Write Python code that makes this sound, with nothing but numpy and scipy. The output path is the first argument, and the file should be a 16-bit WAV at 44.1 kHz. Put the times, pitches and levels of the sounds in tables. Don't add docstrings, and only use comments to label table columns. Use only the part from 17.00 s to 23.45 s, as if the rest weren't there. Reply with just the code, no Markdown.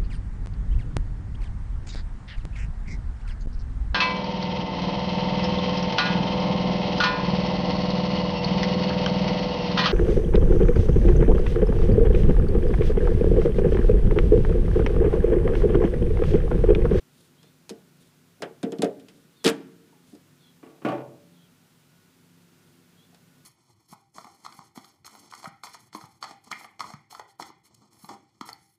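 import sys
import numpy as np
from scipy import signal
from scipy.fft import rfft, irfft, next_fast_len
from scipy.io import wavfile

SR = 44100
rng = np.random.default_rng(int(sys.argv[2]) if len(sys.argv) > 2 else 0)


def put_to_file(sound):
    columns = np.atleast_2d(sound).T
    safe = np.clip(columns, -1, 1)
    whole_steps = np.round(safe * 32767)
    wavfile.write(sys.argv[1], SR, whole_steps.astype(np.int16))


N = 284445
RING_SIZE = 32768
TIME, RING_TIME = np.arange(N) / SR, np.arange(RING_SIZE) / SR

# (frequency [Hz], relative level [dB])
AIR_EQ = [(15, -47), (25, -12), (69, -20), (86, -18), (173, -1.5), (198, -12.5), (253, -4), (313, -17.5),
          (378, -12.5), (537, -19), (741, -21), (1410, -22), (1620, -22.5), (3340, -24.5), (15500, -31.5)]
# (frequency [Hz], level [dB])
HUM_TONES = [(103, -75.5), (145, -69), (172, -67), (257, -74), (344, -76.5), (371, -83.5), (1373, -85),
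             (1464, -82)]
# (time [s], length [s], start pitch [Hz], end pitch [Hz], level [dB])
FAR_CHIRPS = [(0.356, 0.15, 3125, 3740, -69), (2.323, 0.22, 3800, 3080, -66.5),
              (3.379, .14, 3647, 3200, -66), (4.29, 0.2, 3730, 2985, -71.5),
              (5.952, 0.12, 3050, 3620, -68.5)]
# (frequency [Hz], relative level [dB])
REVERB_EQ = [(100, -9.5), (200, -13), (450, -20), (750, -6), (1300, -16.5), (3000, -18.5), (6000, -19),
             (15000, -21)]
# (frequency [Hz], t60 [s])
REVERB_DECAY = [(120, 0.93), (300, 1), (700, 0.36), (1500, 0.61), (3500, 0.41), (8000, 0.34), (15000, 0.22)]
HARD_DECAY = [(300, 0.15), (1000, 0.18), (2000, 0.15), (4000, 0.064), (8000, 0.12), (15000, 0.062)]
BLUNT_DECAY = [(150, 0.17), (700, 0.56), (1500, 0.26), (3000, 0.16), (10000, 0.27)]
# (time [s], length [s], level [dB])
HAND_STROKES = [(0.08, 0.25, -65.5), (0.926, 0.22, -67.5), (2.063, 0.22, -71), (3.017, 0.2, -67.5),
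                (5.453, 0.42, -74)]
# (frequency [Hz], relative level [dB])
HAND_EQ = [(400, 22), (1500, -11), (3500, 13.5), (6000, 5), (9500, 9), (15000, -8)]
DRAG_EQ = [(500, 7), (2000, -4), (4000, -5), (7000, -2), (11000, -1), (15500, -16)]
CLICK_EQ = [(200, 3.5), (800, 8), (2000, -12), (3600, -11), (5200, -3), (6500, 1), (9500, -3),
            (12000, -10.5), (15500, -26)]
HARD_EQ = [(150, -15), (400, 8.5), (750, 3), (1000, -3), (1500, 0), (2300, -2), (3400, 0.5), (5000, -7.5),
           (6500, -21), (10000, -21.5), (15000, -73)]
BLUNT_EQ = [(70, -17), (140, 7), (300, 7.5), (700, -4), (1100, -8.5), (1700, -12), (2800, -14), (4200, -29),
            (7000, -40), (15000, -52)]
# (frequency [Hz], relative level [dB], t60 [s])
PING_MODES = [(1112, -8.5, .17), (1338, -6, 0.083), (1532, -2, 0.13), (1846, -1, 0.054), (2490, 3, 0.048),
              (2640, -25, 0.091), (2985, -6.5, 0.098), (3250, -5.5, 0.051), (3543, 2, 0.051),
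              (3820, -3, 0.069), (4044, 0, 0.049), (4470, 7.5, 0.019), (5000, 3, 0.048), (5290, 0.5, 0.057)]
LATCHED_MODES = [(135.6, -19, 0.27), (177.5, -6, 0.16), (213, -6, 0.13), (266.8, -7, 0.19),
                 (294.3, -4, 0.15), (328.7, -8.5, 0.23), (377.6, -2, 0.17), (408.5, -15, 0.38),
                 (451.2, -1, 0.18), (463.6, -2.5, 0.15), (542, -19.5, 0.28), (598, -18.5, 0.23),
                 (630, -16, 0.27), (667, -19.5, 0.25), (709.8, -10, 0.15), (840, -25.5, 0.33),
                 (920, -26, 0.077), (1158, -26, 0.11)]
OPEN_MODES = [(131.8, -12, 0.45), (184.5, -11, .22), (237, -9, 0.12), (269, 0.5, 0.16), (310, -3, 0.2),
              (341, -5, 0.55), (445.3, -9.5, 0.78), (484, -18, .24), (526, -6.5, 0.44), (577, -8.5, 0.53),
              (606, -15, 0.22), (649, -9, 0.43), (707, -5.5, 0.23), (760, -13.5, 0.41), (770, -16, .34),
              (884, -17, 0.37), (1010, -15, 0.17), (1132, -2.5, 0.22), (1187, -8.5, 0.2), (1420, -18, 0.28),
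              (1450, -16, 0.25), (1890, -32, 0.16), (2415, -16, 0.21), (2730, -26, 0.12)]
# (time [s], length [s], level [dB], tilt [dB/octave])
CATCH_DRAGS = [(2.445, 0.02, -34, -.5), (2.485, 0.023, -33, 0.5)]
# (time [s], click [dB], clang [dB], clang tilt [dB/octave], favoured ping [Hz])
CATCH_HITS = [(0.430, -58.5, -61, 2, 5270), (0.6933, -38.5, -53.5, 2, 4340), (0.700, -43, -53, 5, 4370),
              (1.421, -38, -32, -2.5, 1800), (1.6303, -40.5, -38.5, -0.5, 3580),
              (1.721, -43.5, -37, -4.5, 3000), (1.7856, -51, -51.5, 4, 3250),
              (1.8207, -26.5, -33.5, -0.5, 3400), (1.8445, -40.5, -33, -3.5, 2400),
              (1.997, -58, -61, 7, 3260), (2.085, -56, -53.5, 5.5, 5400), (2.4424, -30.5, -36, -4, 5200),
              (2.4467, -27.5, -27.5, 5, 3500), (2.457, -33, -24.5, 4, 3200), (2.4645, -24, -24, 2, 2820),
              (2.4772, -25, -24.5, 3, 4470), (2.488, -31, -30, -0.5, 2470), (3.151, -59.5, -57, -6, 5170),
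              (6.1458, -57.5, -63.5, 3, 4420)]
# (time [s], level [dB], favoured frequency [Hz], boost there [dB])
DOOR_JOLTS = [(0.440, -58.5, 330, -2), (0.7053, -36.5, 199, 7.5), (1.402, -48, 390, 8),
              (1.429, -35, 350, 2), (1.507, -47.5, 353, 8), (1.633, -24.5, 260, 6.5), (1.669, -35, 440, 24),
              (1.7204, -29.5, 377, 5.5), (1.79, -28, 229, 7.5), (1.829, -19.5, 546, 11),
              (2.445, -23.5, 380, 4.5), (2.4573, -17, 340, 1.5), (2.508, -29, 255, 13),
              (2.924, -61, 950, 35), (3.127, -45, 252, 15.5), (6.125, -63.5, 806, 20)]
# (time [s], ring [dB], clang [dB], favoured frequency [Hz])
STOP_HITS = [(3.629, -46.5, -50.5, 362), (3.819, -51.5, -48, 352), (3.849, -25.5, -25.5, 636)]


def from_db(db):
    return 10 ** (np.asarray(db) / 20)


def rms(x):
    return np.sqrt(np.mean(x ** 2) + 1e-20)


def at_hz(points, hz):
    f, value = np.transpose(points)
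    return np.interp(np.log(np.maximum(hz, 1)), np.log(f), value)


def add(out, s, sound):
    i = max(round(s * SR), 0)
    out[i:i + len(sound)] += sound[:N - i]


def at_level(sound, db, size):
    return sound * from_db(db) / rms(sound[:size])


def drift(rate):
    knots = rng.standard_normal(N // 100)
    return np.interp(TIME * rate, np.arange(len(knots)), knots)


def colour(x, eq, tilt_db=0):
    size = 2 * next_fast_len(len(x) // 2 + 2048)
    hz = np.maximum(np.fft.rfftfreq(size, 1 / SR), 20)
    gain = from_db(at_hz(eq, hz) + tilt_db * np.log2(hz / hz.mean()))
    cepstrum = irfft(np.log(gain))
    cepstrum[1:size // 2] *= 2
    cepstrum[size // 2 + 1:] = 0
    return irfft(rfft(x, size) * np.exp(rfft(cepstrum)))[:len(x)]


def dying_noise(decay, size=16384):
    white, hz = rfft(rng.standard_normal(size)), np.fft.rfftfreq(size, 1 / SR)
    centres, t60s = np.transpose(decay)
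    shares = [at_hz(np.c_[centres, row], hz) for row in np.eye(len(centres))]
    bands = [irfft(white * share, size) for share in shares]
    return sum(band * from_db(-60 * RING_TIME[:size] / t60) for band, t60 in zip(bands, t60s))


def ring(modes, favoured_hz, boost_db, octaves=0.39, scatter_db=1.0, split=0.0238, twin_db=-5):
    hz, db, t60 = np.transpose(modes)[:, :, None]
    nearness = np.exp(-(np.log2(hz / favoured_hz) / octaves) ** 2)
    strength = from_db(db + boost_db * nearness + scatter_db * rng.standard_normal(hz.shape))
    twin_hz = hz * (1 + split * rng.uniform(-1.12, 1, hz.shape))
    main, twin = (np.sin(2 * np.pi * (f * RING_TIME + rng.random(hz.shape))) for f in (hz, twin_hz))
    fade = from_db(-60 * RING_TIME / t60)
    return np.sum(strength * fade * (main + from_db(twin_db) * twin), axis=0)


def room_tone(air_db=-61, waver_db=4.0, wander_hz=1.92):
    out = at_level(colour(rng.standard_normal(N), AIR_EQ), air_db, N)
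    for hz, db in HUM_TONES:
        phase = 2 * np.pi * np.cumsum(hz + wander_hz * drift(9.3)) / SR
        out += np.sqrt(2) * from_db(db + waver_db * drift(6.4)) * np.sin(phase)
    return out


def chirps(waver_hz=120, smear_t60=0.12, upper_ratio=1.2, upper_db=-6):
    out = np.zeros(N)
    for s, length, start_hz, end_hz, db in FAR_CHIRPS:
        size = int(length * SR)
        pitch = np.linspace(start_hz, end_hz, size) + waver_hz * drift(402)[:size]
        phase = 2 * np.pi * np.cumsum(pitch) / SR
        tones = np.sin(phase) + from_db(upper_db) * np.sin(upper_ratio * phase)
        smear = rng.standard_normal(RING_SIZE) * from_db(-60 * RING_TIME / smear_t60)
        far = signal.fftconvolve(tones * signal.windows.tukey(size, 0.5), smear)
        add(out, s, at_level(far, db, size))
    return out


def workshop(x, build_s=0.013, wet_db=-6):
    bloom = 1 - np.exp(-(RING_TIME / build_s) ** 2)
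    tail = bloom * dying_noise(REVERB_DECAY, RING_SIZE)
    tail = colour(tail / np.linalg.norm(tail), REVERB_EQ)
    return x + from_db(wet_db) * signal.fftconvolve(x, tail)[:N]


def hand_brushes(grain_db=3.0):
    out = np.zeros(N)
    for s, length, db in HAND_STROKES:
        size = int(length * SR)
        swish = rng.standard_normal(size) * np.hanning(size)
        grain = from_db(grain_db * drift(86)[:size])
        add(out, s, at_level(colour(swish * grain, HAND_EQ), db, size))
    return out


def catch_drag(slips_per_s=2000, fade_share=0.73):
    out = np.zeros(N)
    for s, length, db, tilt_db in CATCH_DRAGS:
        size = int(length * SR)
        slips = rng.standard_normal(RING_SIZE) * (rng.random(RING_SIZE) < slips_per_s / SR)
        grit = colour(slips, DRAG_EQ, tilt_db)[:size]
        add(out, s, at_level(grit, db, size) * signal.windows.tukey(size, fade_share))
    return out


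def crack(spike=3.5, snap_t60=0.013, echo_t60=0.071, echo_db=-11):
    t = RING_TIME[:4096]
    envelope = from_db(-60 * t / snap_t60) + from_db(echo_db - 60 * t / echo_t60)
    burst = rng.standard_normal(len(t)) * envelope
    burst[0] = spike
    return colour(burst, CLICK_EQ)


def catch_hits(ping_below_click_db=6.5):
    out = np.zeros(N)
    for s, click_db, clang_db, tilt_db, ping_hz in CATCH_HITS:
        ping = ring(PING_MODES, ping_hz, boost_db=8, octaves=0.25)
        clang = colour(dying_noise(HARD_DECAY), HARD_EQ, tilt_db)
        add(out, s, at_level(crack(), click_db, size=130))
        add(out, s, at_level(ping, click_db - ping_below_click_db, size=440))
        add(out, s, at_level(clang, clang_db, size=440))
    return out


def door_booms(swell_s=0.0031):
    out = np.zeros(N)
    swell = 1 - np.exp(-(RING_TIME / swell_s) ** 2)
    for s, db, favoured_hz, boost_db in DOOR_JOLTS:
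        boom = swell * ring(LATCHED_MODES, favoured_hz, boost_db)
        add(out, s, at_level(boom, db, size=1100))
    return out


def door_judder(contact_s=0.00059, bounces=6, first_gap_s=0.036, gap_ratio=0.93):
    ring_loss_db, clang_loss_db = 4.5, 5.5
    rebound_hz = 300
    out = np.zeros(N)
    attack = 1 - np.exp(-RING_TIME / contact_s)
    for s, ring_db, clang_db, favoured_hz in STOP_HITS:
        for k in range(bounces):
            body = attack * ring(OPEN_MODES, rebound_hz if k % 2 else favoured_hz, boost_db=9)
            clang = colour(dying_noise(BLUNT_DECAY), BLUNT_EQ, tilt_db=1.0)
            add(out, s, at_level(body, ring_db - k * ring_loss_db, size=1100))
            add(out, s, at_level(clang, clang_db - k * clang_loss_db, size=440))
            s += first_gap_s * gap_ratio ** k
    return out


def scene():
    door = catch_hits() + catch_drag() + door_booms() + door_judder()
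    door = signal.sosfilt(signal.butter(3, 100, "high", fs=SR, output="sos"), door)
    return (workshop(door) + hand_brushes() + chirps() + room_tone())[None]


def record(dry, low_cut_hz=55, high_cut_hz=15500):
    thin = signal.sosfilt(signal.butter(2, low_cut_hz, "high", fs=SR, output="sos"), dry)
    return signal.sosfilt(signal.ellip(12, 0.1, 80, high_cut_hz, fs=SR, output="sos"), thin)


dry = scene()
out = record(dry)
put_to_file(out)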